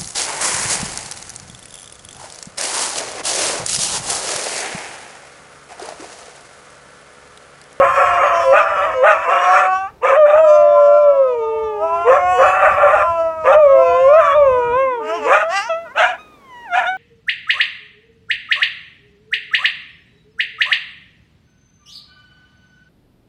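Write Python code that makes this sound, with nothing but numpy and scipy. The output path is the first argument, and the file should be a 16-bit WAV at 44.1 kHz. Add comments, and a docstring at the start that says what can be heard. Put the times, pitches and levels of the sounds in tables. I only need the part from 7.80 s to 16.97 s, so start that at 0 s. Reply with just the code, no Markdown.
"""Two huskies howling on a meadow

An open lakeside meadow with light wind on the microphone, a phone a couple of metres from the dogs.
The high dog sings nearly pure glides from a few sines; in its breaks thirds of the pitch and rasping
noise make a hoarse yowl, and it ends in a yelp, a faint whine and a last yelp. The low dog holds a reedier
note of harmonics through a fixed throat colour. Wind and hush are coloured noise; the ground scatters a weak tail."""
import sys
import numpy as np
from scipy import signal
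from scipy.fft import rfft, irfft, next_fast_len
from scipy.io import wavfile
from scipy.ndimage import uniform_filter1d, minimum_filter1d

SR = 44100
rng = np.random.default_rng(int(sys.argv[2]) if len(sys.argv) > 2 else 0)


def inscribe(sig):
    """Save sig as 16-bit PCM at rate SR to the path in sys.argv[1].

    A 1-D sig is mono; a 2-D sig holds one channel per row.
    Samples are clipped to [-1, 1] before scaling.
    """
    pcm = np.round(np.clip(np.atleast_2d(sig).T, -1, 1) * 32767)
    wavfile.write(sys.argv[1], SR, pcm.astype(np.int16))


N = 404397
TIME = np.arange(N) / SR  # s
CONTROL_STEP = 50  # samples between values of the slowly changing gains
CONTROL_TIME = TIME[::CONTROL_STEP]  # s
TOP_HZ = 15700  # upper edge of what the microphone hears


def undb(db):
    """Decibels to gain."""
    return 10 ** (np.asarray(db) / 20)


def curves(rows):
    """The columns of a table, joined by straight lines in time."""
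    s, *columns = np.transpose(rows)
    return [np.interp(TIME, s, c) for c in columns]


def colour_db(points, hz):
    """A spectrum in dB, read on a log-frequency axis."""
    f, db = np.transpose(points)
    return np.interp(np.log(hz), np.log(f), db)


def noise(points):
    """Noise of the given colour, spread 1."""
    size = next_fast_len(N)
    hz = np.arange(size // 2 + 1) * SR / size + 1  # the 1 keeps the logarithm finite
    spectrum = rfft(rng.standard_normal(size)) * undb(colour_db(points, hz))
    x = irfft(spectrum, size)[:N]
    return x / x.std()


def flutter(hz):
    """Random wobble up to about hz, spread 1."""
    lowpass = signal.butter(2, hz, fs=SR, output="sos")
    x = signal.sosfilt(lowpass, rng.standard_normal(N))
    return x / x.std()


def drift(rate, count):
    """Smooth random control values changing about rate times a second, spread 1, a row per partial."""
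    settle = 400  # control values dropped while the filter starts up
    lowpass = signal.butter(2, min(rate / 441, .9), output="sos")  # 441 Hz: half the control rate
    draws = rng.standard_normal((count, len(CONTROL_TIME) + settle))
    x = signal.sosfilt(lowpass, draws)[:, settle:]
    return x / x.std()


def gate(start, end, edge):
    """1 between two moments, with soft edges; all in seconds."""
    return np.clip(np.minimum(TIME - start, end - TIME) / edge + .5, 0, 1)


def blend(clear, broken, share):
    """Cross-fade at constant power; share is the broken part's power, 0-1."""
    return np.sqrt(1 - share) * clear + np.sqrt(share) * broken


def turn(hz):
    """Phase of an oscillator, in radians."""
    return 2 * np.pi * np.cumsum(hz) / SR


def song(calls):
    """A dog's calls joined: when it sounds, its smoothly gliding pitch, its effort."""
    sounding = sum(gate(call[0][0], call[-1][0], 0.024) for call in calls)
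    rows = sorted(tuple(row) for call in calls for row in call)
    hz, effort_db = curves(rows)
    return np.minimum(sounding, 1), uniform_filter1d(hz, size=700), effort_db


def overtones(phase, hz, throat, orders, uneven_db, rate):
    """Harmonics slide through a fixed throat colour, each swelling and fading by itself; rms about 1."""
    out, power = 0, 0
    phase = (phase % (2 * np.pi)).astype(np.float32)
    control_hz = hz[::CONTROL_STEP]
    for k, swell in zip(orders, drift(rate, len(orders))):
        partial_hz = k * control_hz
        gain = undb(colour_db(throat, partial_hz) + uneven_db * swell) * (partial_hz < TOP_HZ)
        partial = np.sin(k * phase + k * k)  # k * k scatters the starting phases
        out = out + np.interp(TIME, CONTROL_TIME, gain) * partial
        power = power + gain ** 2 / 2
    rms = np.sqrt(uniform_filter1d(power, size=20))
    return out / np.interp(TIME, CONTROL_TIME, rms)


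def rasp(phase, throat):
    """Turbulence puffed out once a cycle through the throat."""
    low_cut = [(300, -46), (800, -20.5)]  # (frequency [Hz], level [dB])
    return noise(low_cut + list(throat)) * (1 + 0.78 * np.cos(phase))


# wind buffeting the microphone, before the gusts: (time [s], level [dB])
WIND_LEVEL = [(0, -43.5), (1.1, -47.5), (1.6, -63), (2.6, -48.5), (3.2, -58.5), (4.8, -40), (5.6, -47),
              (6.9, -38.5), (7.1, -61)]
# spectra of the wind and of the faint air hush: (frequency [Hz], relative level [dB])
WIND_COLOUR = [(20, -18.5), (70, 5), (130, -3.5), (240, -16), (1200, -56)]
AIR_COLOUR = [(30, -16.5), (170, -2.5), (450, 0), (1500, -13), (5000, -25), (15000, -34.5)]
AIR_DB = -49.5  # average level of the hush


def outdoors():
    """Buffeting wind over the faint hush of the valley: two coloured noises with wandering levels."""
    gusts_db = 3.5 * flutter(9)
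    wind = noise(WIND_COLOUR) * undb(curves(WIND_LEVEL)[0] + gusts_db)
    hush = noise(AIR_COLOUR) * undb(AIR_DB + flutter(2.5))
    return wind + hush


def meadow(x):
    """Open ground: only a weak, dull scatter comes back, decaying 60 dB in a quarter of a second."""
    t = TIME[:SR]
    tail = rng.standard_normal(SR) * undb(-60 * t / 0.25) * (t > .006)
    tail = signal.sosfilt(signal.butter(1, 3000, fs=SR, output="sos"), tail)
    tail = tail / np.linalg.norm(tail)
    return x + undb(-19.0) * signal.fftconvolve(x, tail)[:N]


# a faint low tone under the end of the last howl: (time [s], level [dB])
WAVER_LEVEL = [(6.761, -40.5), (7.1, -40.5), (7.421, -34), (7.501, -32)]


def wavering_tone(centre_hz=320, swing_hz=62):
    """A soft low sine whose pitch swings up and down six times a second."""
    hz = centre_hz + swing_hz * np.cos(2 * np.pi * 6 * TIME)
    sounding = gate(WAVER_LEVEL[0][0], WAVER_LEVEL[-1][0], .03)
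    return sounding * undb(curves(WAVER_LEVEL)[0]) * np.sin(turn(hz))


# how bright the dogs' treble is, brightest in the closing calls: (time [s], treble lift [dB])
TREBLE_LIFT = [(0, -3), (.6, 0), (1.3, 4), (2.9, 4), (3.7, 12.5), (4.6, -4.5), (5, -2.5), (5.4, 6.5),
               (6.3, 1.5), (7.1, -2.5), (7.3, 3.5), (7.55, 8.5), (7.76, 8), (7.95, 19), (8.5, 5),
               (9.1, 10.5)]


def treble_lift_db():
    """The slow brightening and dulling shared by the dogs' treble and the low dog's hiss."""
    return curves(TREBLE_LIFT)[0]


def lifted_treble(dogs):
    """A treble band of the voices with a slowly changing lift and a slight random flutter."""
    band = signal.butter(2, [3100, 7000], "band", fs=SR, output="sos")
    treble = signal.sosfiltfilt(band, dogs)
    lift_db = treble_lift_db() + 2 * flutter(14)
    return dogs + (undb(lift_db) - 1) * treble


# mouth resonances that swell a low harmonic gliding through them: (frequency [Hz], level [dB])
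LOW_MOUTH = [(590, -3), (720, -1), (800, -5), (950, -12), (1030, -3), (1130, -2.5), (1200, -7),
             (1300, -6.5), (1420, -13), (2000, -14)]
# how far the low dog's jaw opens: (time [s], lift of the overtones [dB])
LOW_JAW = [(0, 6), (1.3, 8.5), (1.8, 7.5), (2, 1), (2.7, 1), (3.4, -9.5), (3.9, -17.5), (4.15, 1),
           (4.7, 11), (5.3, -1), (5.6, -5.5), (6.35, 0.5), (6.6, 0), (7.3, 10.5), (7.72, 13.5), (7.8, 12.5),
           (7.84, 1), (7.95, -17)]
LOW_OVERTONES_DB = -20.5  # overtones against effort, before the jaw's lift


def low_levels(hz, effort_db, wander_db=3.5):
    """Levels in dB of harmonics 2 to 4, each wandering in the mouth's resonances, and of the overtones."""
    harmonic_db = []
    for k in range(2, 5):
        harmonic_db.append(effort_db + colour_db(LOW_MOUTH, k * hz) + wander_db * flutter(6))
    return harmonic_db, effort_db + LOW_OVERTONES_DB + curves(LOW_JAW)[0]


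# the low dog's calls: (time [s], pitch [Hz], effort [dB])
LOW_OPENING = [(0, 338.7, -17), (.2, 360, -18.5), (.57, 339.6, -20), (1.14, 319, -25), (1.41, 326.5, -23.5),
               (1.71, 368, -17.5), (1.95, 376, -19), (2.07, 389.3, -25), (2.11, 486, -43.5)]
LOW_LONG_HOWL = [(2.569, 307.3, -20), (2.719, 341.1, -19.5), (3.22, 341.6, -22), (3.42, 323.6, -25.5),
                 (3.57, 307.6, -27.5), (3.98, 297.8, -29), (4.04, 326.2, -17.5), (4.2, 341.6, -22),
                 (4.5, 363.3, -16.5), (4.86, 379.2, -18), (5, 361.9, -27), (5.26, 339.4, -18.5),
                 (5.6, 319, -21), (5.811, 294, -20.5), (5.88, 316.7, -24), (6.1, 343.9, -17.5),
                 (6.36, 355.5, -17), (6.6, 298.3, -27.5), (6.88, 317, -31), (7.099, 311.5, -51)]
LOW_GRUMBLE = [(7.2, 295.3, -35), (7.3, 318.2, -21), (7.37, 354, -26.5), (7.409, 298.6, -29),
               (7.469, 282, -19.5)]
LOW_RISING_CALL = [(7.69, 331, -28.5), (7.735, 380, -17.5), (7.775, 401, -13.5), (7.799, 392, -17.5),
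                   (7.841, 447.6, -19), (7.892, 487.4, -20.5)]
LOW_WHIMPER = [(8.058, 501, -30), (8.089, 461.6, -30), (8.131, 537, -32)]
# throat and mouth colour of its overtones: (frequency [Hz], relative level [dB])
LOW_THROAT = [(1400, 0), (2200, -8), (2800, -3), (3700, -36), (4400, -30), (5700, -23), (7100, -25.5),
              (11500, -42.5), (15000, -48.5)]
# where it turns hoarse: (start [s], end [s], roughness [0-1])
LOW_HOARSE = [(7.221, 7.459, 0.28), (7.687, 7.841, 0.08)]


def low_dog():
    """A steady reedy note whose weak fundamental lies below the mouth's resonances, with a little hiss."""
    calls = [LOW_OPENING, LOW_LONG_HOWL, LOW_GRUMBLE, LOW_RISING_CALL, LOW_WHIMPER]
    sounding, hz, effort_db = song(calls)
    harmonic_db, upper_db = low_levels(hz, effort_db)
    phase = turn(hz * (1 + 0.003 * flutter(40) + 0.0017 * flutter(220)))
    body = sum(undb(db) * np.sin(k * phase) for k, db in enumerate(harmonic_db, 2))
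    fundamental = undb(harmonic_db[0] - 27.5) * np.sin(phase)
    # slightly uneven cycles blur the highest harmonics most
    uneven_phase = phase + .014 * flutter(110)
    upper = overtones(uneven_phase, hz, LOW_THROAT, range(5, 42), uneven_db=5, rate=3)
    hoarse = np.clip(sum(r * gate(a, b, .03) for a, b, r in LOW_HOARSE), 0, 1)
    upper = blend(upper, rasp(phase, LOW_THROAT), hoarse)
    hiss = noise([(2500, -30), (4600, 0), (6000, -2), (14000, -24)])
    upper = upper + hiss * undb(-36 + treble_lift_db())
    voice = np.sqrt(2) * (body + fundamental) + undb(upper_db) * upper
    return sounding * voice * undb(.5 * flutter(55))


# sudden pushes of the high dog's chest:
# (time [s], extra effort [dB], pitch lift [Hz], fundamental regained [dB])
PUSHES = [(-.02, 23, -10.5, -4.5), (0.199, 5.5, 5, 8), (.44, 2.5, 8, 8), (.77, 8.5, 65, 0.5),
          (1.03, 2, 0, 2), (1.275, 18, 90, 3), (1.519, 1.5, 0, 9.5), (1.76, 9.5, 20, -2.5),
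          (4.3, 6, 8, 4.5), (4.62, 1, 0, 7), (4.853, 8.5, 24.5, 2), (5.051, 9, 0, 16), (5.159, 3, 0, 15.5)]
PUSH_RISE_S, PUSH_FALL_S = .035, .055


def pushes():
    """Each push swells fast and eases off more slowly; returns extra effort, pitch lift, regained level."""
    total = 0
    for s, *sizes in PUSHES:
        width = np.where(TIME < s, PUSH_RISE_S, PUSH_FALL_S)
        total = total + np.outer(sizes, np.exp(-((TIME - s) / width) ** 2))
    return total


# where the high dog's voice breaks:
# (start [s], end [s], roughness [0-1, any excess is clipped], loss of the fundamental [dB])
BREAKS = [(0.01, 0.491, 1.04, 14.5), (0.456, .646, 0.96, 12), (0.726, 1.149, 1.09, 10.5),
          (1.233, 1.906, 0.99, 14.5), (2.213, 2.369, 0.83, 5), (2.462, 2.6, .59, -2.5),
          (4.268, 4.422, 0.79, 4), (4.58, 4.993, 1, 10.5), (4.98, 5.24, 0.85, 17.5),
          (5.617, 5.759, 0.85, 3.5), (6.391, 6.541, 0.33, 17), (7.468, 7.64, 1.01, 8.5),
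          (8.139, 8.37, 1, 6.5), (8.947, 9.061, 1, 6)]
DRAIN_S = 0.053  # how long a break takes to drain the fundamental


def breaks():
    """Roughness of the voice from 0 to 1, and the dB its fundamental loses in each break."""
    rough, loss_db = 0, 0
    for start, end, r, db in BREAKS:
        rough = rough + r * gate(start, end, .025)
        loss_db = loss_db + db * gate(start, end, 0.069) * np.clip((TIME - start) / DRAIN_S, 0, 1)
    return np.clip(rough, 0, 1), loss_db


# mouth resonance around the high dog's fundamental: (frequency [Hz], level [dB])
HIGH_MOUTH = [(400, -15), (440, -6.5), (490, -5), (540, -2), (590, 0.5), (650, -2), (750, 0), (1000, 5.5)]
# how far the high dog's jaw opens: (time [s], lift of the clear overtones [dB])
HIGH_JAW = [(1.2, -0.5), (2.4, 3.5), (2.62, 3), (2.72, -2.5), (3.4, -4.5), (3.65, 1), (4.4, 6), (5.3, 4),
            (5.88, 2), (6.12, 10.5), (6.27, 2), (6.43, 11.5), (6.52, 9.5), (6.57, 3.5), (6.92, 16),
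            (7.02, 17.5), (7.15, 17), (7.25, 2), (7.95, 13), (8.42, 18.5), (8.65, 19)]
# octave and overtones against effort, in the clear voice (before the jaw's lift) and the broken one
CLEAR_OCTAVE_DB, CLEAR_OVERTONES_DB = -17.5, -32
BROKEN_OCTAVE_DB, BROKEN_OVERTONES_DB = -7.5, -15.5
OCTAVE_SHARE = 0.83  # how much of the jaw's lift reaches the octave


def high_levels(hz, effort_db, regained_db, rough, loss_db):
    """Gains of fundamental, octave, overtones: an open jaw brightens, a break throws power upward."""
    jaw_db = curves(HIGH_JAW)[0]
    first_db = colour_db(HIGH_MOUTH, hz) - loss_db + regained_db
    octave_db = (1 - rough) * (CLEAR_OCTAVE_DB + OCTAVE_SHARE * jaw_db) + rough * BROKEN_OCTAVE_DB
    upper_db = (1 - rough) * (CLEAR_OVERTONES_DB + jaw_db) + rough * BROKEN_OVERTONES_DB
    return undb(effort_db + np.array([first_db, octave_db, upper_db]))


# throat colour of the high dog's overtones, clear and hoarse: (frequency [Hz], relative level [dB])
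HIGH_THROAT = [(1350, 9), (1800, 1.5), (2450, 5), (3000, -14), (3550, -11.5), (4400, -51.5), (5800, -29),
               (9000, -41.5), (15000, -57)]
HOARSE_THROAT = [(1400, -8), (1750, 7.5), (2050, -6.5), (2500, 2), (3000, -17.5), (3500, -21.5),
                 (4400, -42.5), (6000, -24.5), (8500, -25), (10200, -37.5), (12000, -35.5), (15000, -52.5)]


def clear_voice(hz):
    """Smoothly repeating vocal folds: fundamental, octave and overtones with a trace of rasp."""
    phase = turn(hz * (1 + 0.00203 * flutter(37.9)))
    ring = overtones(phase, hz, HIGH_THROAT, range(3, 28), uneven_db=4, rate=4)
    ring = ring + undb(-42.5) * rasp(phase, HOARSE_THROAT)
    return np.sqrt(2) * np.sin(phase), np.sqrt(2) * np.sin(2 * phase + 1), ring


def torn(phase, weights_db, chaos):
    """Partials on thirds of the pitch, {multiple of the third: dB}, part steady, part chaotic; rms about 1."""
    out, power = 0, 0
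    for k, db in weights_db.items():
        a, b = (np.interp(TIME, CONTROL_TIME, row) for row in drift(42, 2))
        angle = k * phase / 3 + turn(10 * a)  # each partial strays by about 10 Hz
        out = out + undb(db) * ((1 + chaos * a) * np.sin(angle) + chaos * b * np.cos(angle))
        power += undb(db) ** 2 * (.5 + chaos ** 2)
    return out / np.sqrt(power)


def broken_voice(hz):
    """Vocal folds repeating only every third cycle: a staggering pitch with sidebands, mostly above."""
    stagger = turn(hz * (1 + .027 * flutter(22) + .022 * flutter(200)))
    low = torn(stagger, {3: 0, 4: -6}, chaos=.55)
    middle = torn(stagger, {5: -13, 6: 0, 7: -1.5, 8: -15}, chaos=.55)
    orders = [k for k in range(9, 20) if k % 3 < 2]  # each harmonic and the sideband just above it
    snarl = overtones(stagger / 3, hz / 3, HOARSE_THROAT, orders, uneven_db=5, rate=35)
    snarl = .88 * snarl + .47 * rasp(stagger / 3, HOARSE_THROAT)
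    return low, middle, snarl


# the high dog's calls: (time [s], pitch before the pushes [Hz], effort before the pushes [dB])
HIGH_OPENING = [(0, 559.5, -12.5), (.4, 560.3, -9), (.62, 535.8, -12.5), (.7, 529, -8.5),
                (.86, 595.2, -14.5), (1.04, 560, -12.5), (1.13, 535.7, -16.5), (1.21, 503.5, -11),
                (1.41, 571, -15), (1.52, 546.4, -9.5), (1.87, 580, -10.5), (1.91, 579, -47)]
HIGH_LONG_HOWL = [(2.222, 439.8, -20), (2.251, 529, -4), (2.355, 545, -6), (2.379, 630, -6.5),
                  (2.45, 589.4, -5.5), (2.519, 593.4, -9), (2.609, 643, -9.5), (2.7, 600.7, -6.5),
                  (3.07, 577.6, -10.5), (3.22, 592, -8.5), (3.419, 536, -10), (3.622, 448.4, -14.5),
                  (3.85, 441.6, -14), (3.98, 414, -15.5), (4.231, 399.7, -16.5)]
HIGH_YOWL = [(4.249, 440, -15), (4.37, 586, -8), (4.44, 527, -29), (4.51, 549, -30), (4.571, 468.4, -18),
             (4.63, 570, -4.5), (4.72, 565.8, -9.5), (4.959, 570.6, -12), (5.23, 603.2, -8.5),
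             (5.27, 655, -18.5)]
HIGH_LAST_HOWL = [(5.648, 490, -12.5), (5.674, 520.7, -4.5), (5.79, 629, -6.5), (5.88, 552.2, -6.5),
                  (6.121, 501.2, -11.5), (6.27, 537.8, -7), (6.391, 670, -3), (6.421, 594.6, -7),
                  (6.54, 552.6, -4.5), (6.56, 613.5, -7.5), (6.7, 517.3, -9.5), (6.821, 484, -12.5),
                  (6.919, 475, -13), (6.991, 533.6, -13.5), (7.04, 537.4, -15), (7.1, 513.7, -17.5),
                  (7.22, 439, -21), (7.441, 430.7, -19.5)]
HIGH_CRY = [(7.45, 434, -15), (7.531, 603.6, -0.5), (7.641, 638, -15.5), (7.72, 689, -23.5)]
HIGH_HOOT = [(7.885, 652, -38), (7.899, 673, -16), (7.929, 647, -17.5), (7.981, 670.4, -26),
             (8.049, 671, -36), (8.079, 596.5, -36)]
HIGH_YELP = [(8.15, 548, -28), (8.18, 629.3, -9), (8.235, 687.5, -5), (8.366, 720, -28.5)]
# a faint high whine, then a loud hoarse yelp; same columns
HIGH_WHINE_AND_LAST_YELP = [(8.384, 1250, -42), (8.429, 1252, -51), (8.52, 1230, -56), (8.6, 1135, -60.5),
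                            (8.75, 969, -43), (8.85, 945, -41), (8.9, 718, -35.5), (8.94, 701, -14.5),
                            (8.98, 749, -10.5), (9.06, 691, -18), (9.09, 745, -19.5), (9.17, 759, -29.5)]


def high_dog():
    """A nearly pure howl that cross-fades into a hoarse, unsteady voice wherever it breaks."""
    calls = [HIGH_OPENING, HIGH_LONG_HOWL, HIGH_YOWL, HIGH_LAST_HOWL,
             HIGH_CRY, HIGH_HOOT, HIGH_YELP, HIGH_WHINE_AND_LAST_YELP]
    sounding, hz, effort_db = song(calls)
    extra_db, lift_hz, regained_db = pushes()
    hz = hz + lift_hz
    rough, loss_db = breaks()
    first, octave, upper = high_levels(hz, effort_db + extra_db, regained_db, rough, loss_db)
    clear_first, clear_octave, ring = clear_voice(hz)
    low, middle, snarl = broken_voice(hz)
    # the overtones break first, the fundamental holds longest
    voice = first * blend(clear_first, low, rough ** 4)
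    voice = voice + octave * blend(clear_octave, middle, rough)
    voice = voice + upper * blend(ring, snarl, 1 - (1 - rough) ** 2)
    return sounding * voice


def scene():
    """Both dogs on the meadow, with the wavering tone, the wind and the hush; one channel."""
    dogs = lifted_treble(high_dog() + low_dog())
    return (meadow(dogs + wavering_tone()) + outdoors())[None]


def record(dry):
    """The phone turns down the loudest peaks and cuts the top."""
    allowed = 1 / np.maximum(np.abs(dry) / .95, 1)
    gain = uniform_filter1d(minimum_filter1d(allowed, size=300), size=300)
    top_cut = signal.ellip(8, .2, 70, TOP_HZ, fs=SR, output="sos")
    return signal.sosfilt(top_cut, dry * gain)


dry = scene()
out = record(dry)
inscribe(out)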